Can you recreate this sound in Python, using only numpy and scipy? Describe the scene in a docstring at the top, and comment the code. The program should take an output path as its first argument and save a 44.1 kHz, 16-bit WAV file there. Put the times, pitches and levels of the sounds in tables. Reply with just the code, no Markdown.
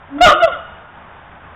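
"""A siamang barks twice, then faintly a third time, in a roofed wire enclosure.
Its vocal folds drive the throat's resonances; each bark arches in pitch and turns hoarse as it falls.
The inflated throat sac resonates in a soft boom before each of the first two barks.
Walls and roof reflect the calls over a steady outdoor hush.
The recorder passes little above 4 kHz and clips hard on the loud barks."""
import sys
import numpy as np
from scipy import signal
from scipy.fft import rfft, irfft
from scipy.io import wavfile
from scipy.ndimage import uniform_filter1d

SR = 44100
rng = np.random.default_rng(int(sys.argv[2]) if len(sys.argv) > 2 else 0)


def pcm_store(signal):
    """Save signal as 16-bit PCM."""
    levels = np.round(np.clip(np.atleast_2d(signal), -1, 1) * 32767)
    wavfile.write(sys.argv[1], SR, levels.astype(np.int16).T)


N = 68355
ROOM_T60_S = 0.32


def barks():
    """Phonation: the vocal folds vibrate in three bursts, each weaker than the last."""
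    # bark contours: t/s, f/Hz, fundamental level/dB, overtone level before the throat/dB, roughness/0-1
    loud = [(.179, 628.7, -35, -49.5, 0.42), (.186, 676.6, -25.5, -27, .25), (.202, 690.6, -41, -41, 0.24),
            (.210, 657, -3, -14, 0.16), (.226, 719.6, 7.5, 0.5, .06), (.241, 730, 11, 12.5, 0.06),
            (.252, 708, 4.5, 1.5, 0.2), (.265, 647.2, 7, -1.5, 0.33), (.283, 607.5, -1, -0.5, 0.41),
            (.302, 584, -10.5, -6.5, 0.73), (.331, 577, -9, -19, 0.15)]
    second = [(.404, 699, -25.5, -20, 0.071), (.416, 741, -23, -10.5, 0.079),
              (.427, 678.4, -5.5, -17, 0.087), (.442, 668.5, 0, -14.5, 0.13),
              (.455, 659, -2.5, -18.5, 0.064), (.465, 598, -24.5, -43.5, 0.31),
              (.478, 576.3, -12, -20.5, 0.17), (.494, 536.6, -27, -26.5, .2),
              (.508, 490, -27.5, -36.5, 0.19)]
    faint = [(.514, 741.5, -45, -29, 0.272), (.532, 702, -42.5, -23, 0.33), (.555, 615.5, -27, -31.5, .3),
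             (.582, 539, -41.5, -42, 0.69), (.6, 552, -64.5, -36.5, 0.6)]
    return voice(loud) + voice(second) + voice(faint)


def voice(contour, jitter=0.0602, flutter_hz=219.93):
    """Source and filter: vocal folds drive the throat; when hoarse, cycles waver and air rasps in each."""
    # resonances of throat and mouth: f/Hz, level/dB
    throat = [(500, -11.5), (900, -12), (1130, 3), (1430, 2), (1650, -48), (2000, -7.5), (2400, -27.5),
              (2850, -13.5), (3200, -13), (3600, -16.5), (4200, -43)]
    gate, hz, fundamental_db, overtone_db, roughness = controls(contour)
    wavering_hz = hz * (1 + jitter * roughness * walk(flutter_hz))
    phase = 2 * np.pi * np.cumsum(wavering_hz) / SR
    overtones = sum(gain_at(k * hz, throat) * np.sin(k * phase) for k in range(2, 7))
    rasp = roughness * noise(throat) * (1 + np.cos(phase))
    return gate * (undb(fundamental_db) * np.sin(phase) + undb(overtone_db) * (overtones + rasp))


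def throat_sac(octave_db=-20):
    """Cavity resonance: the inflated sac booms twice with an almost pure low tone."""
    # boom contours: t/s, f/Hz, level/dB
    first_boom = [(.104, 287.8, -41.5), (.124, 275, -27), (.172, 287, -18), (.186, 300.7, -31),
                  (.21, 311.5, -16), (.235, 280, -24.5)]
    second_boom = [(.32, 327, -29.5), (.348, 333.4, -25), (.386, 366.6, -37.5), (.414, 348, -29),
                   (.445, 350.5, -37.5)]
    booms = np.zeros(N)
    for contour in (first_boom, second_boom):
        gate, hz, db = controls(contour)
        phase = 2 * np.pi * np.cumsum(hz) / SR
        booms += gate * undb(db) * (np.sin(phase) + undb(octave_db) * np.sin(2 * phase))
    return booms


def enclosure(x, room_db=-13.5, tail_db=-23):
    """Reflection: distinct echoes, reverberation under the roof and a long tail from the surroundings."""
    # early reflections from floor, walls and roof: delay t/s, level/dB
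    reflections = [(.026, -17), (.047, -20.5)]
    t = np.arange(N) / SR
    echoes = sum(undb(db) * np.interp(t - delay, t, x, left=0) for delay, db in reflections)
    return echoes + undb(room_db) * reverb(x, ROOM_T60_S) + undb(tail_db) * reverb(x, t60_s=1.11)


def reverb(x, t60_s, build_s=0.0184):
    """Diffuse field: scattered sound builds up, then decays exponentially, by 60 dB in t60_s."""
    # spectrum of the sound scattered in the enclosure: f/Hz, level/dB
    colour = [(280, -2.5), (540, 1), (680, -6), (1100, -0.5), (1350, 3.5), (1450, 4.5), (1600, -22.5),
              (2000, -9), (2600, 5.5), (2880, 5), (3300, -1), (4000, -2.5)]
    t = np.arange(N) / SR
    build_up = np.minimum(t / build_s, 1) ** 2
    decay = np.exp(-np.log(1000) * t / t60_s)
    response = noise(colour) * decay * build_up
    return signal.fftconvolve(x, response / np.linalg.norm(response))[:N]


def outdoor_hush(level_db=-39, swell_db=0.9):
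    """Ambient noise: a broad, steady spectrum whose level wavers slightly."""
    # spectral density of the hush: f/Hz, relative level/dB
    spectrum = [(20, -9.5), (50, -11), (80, 0.5), (115, -12), (160, -7), (230, -13), (340, -17), (520, -14),
                (830, -7.5), (1150, -10), (1550, -11.5), (2200, -20), (3400, -27), (4200, -32)]
    return noise(spectrum) * undb(level_db + swell_db * walk(24))


def controls(contour, edge_s=0.0063):
    """Linear interpolation: a gate open during the call, then each column after time as a curve."""
    t = np.arange(N) / SR
    times, *columns = np.array(contour).T
    inside_s = np.minimum(t - times[0], times[-1] - t)
    gate = np.clip(inside_s / edge_s + 1, 0, 1)
    return [gate] + [np.interp(t, times, column) for column in columns]


def noise(points):
    """Spectral shaping: white noise filtered to an (f/Hz, level/dB) spectrum, at rms 1."""
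    hz = np.arange(N // 2 + 1) * SR / N
    x = irfft(rfft(rng.standard_normal(N)) * gain_at(hz, points), N)
    return x / x.std()


def walk(rate_hz):
    """Random modulation: smoothed steps of spread 1, rate_hz of them a second."""
    size = max(int(SR / rate_hz), 1)
    steps = np.repeat(rng.standard_normal(N)[:N // size + 2], size)
    x = uniform_filter1d(steps, size)[:N]
    return x / x.std()


def gain_at(hz, points):
    """Frequency response: the gain of an (f/Hz, level/dB) curve on a logarithmic frequency axis."""
    f, db = np.array(points).T
    return undb(np.interp(np.log(hz + 1), np.log(f), db))


def undb(db):
    """Amplitude ratio of a level in decibels."""
    return 10 ** (np.asarray(db) / 20)


def scene():
    """Superposition: barks, booms and their reflections add to the hush in one channel."""
    calls = barks()
    booms = throat_sac()
    boom_reverb = undb(-8.5) * reverb(booms, ROOM_T60_S)
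    return (calls + enclosure(calls) + booms + boom_reverb + outdoor_hush())[None]


def record(dry, band_hz=3610, rate_hz=8000, clip_db=-3):
    """Clipping and aliasing: a narrow-band recorder overloads and folds distortion back as harsh tones."""
    narrow = signal.sosfilt(signal.ellip(8, .3, 80, band_hz, fs=SR, output="sos"), dry)
    coarse = signal.resample(narrow, round(N * rate_hz / SR), axis=-1)
    spectrum = rfft(np.clip(coarse, -undb(clip_db), undb(clip_db)))
    hz = np.arange(spectrum.shape[-1]) * SR / N
    band_edge = np.interp(hz, [3850, rate_hz / 2], [1, 0])
    upsampled = irfft(spectrum * band_edge, N) * SR / rate_hz
    # overshoots between the coarse samples clip again as thin fizz
    ceiling = undb(clip_db - 0.84)
    fizzy = np.clip(upsampled, -ceiling, ceiling)
    softened = signal.sosfilt(signal.butter(2, 12600, fs=SR, output="sos"), fizzy)
    return signal.sosfilt(signal.ellip(10, .1, 80, 15600, fs=SR, output="sos"), softened)


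dry = scene()
out = record(dry)
pcm_store(out)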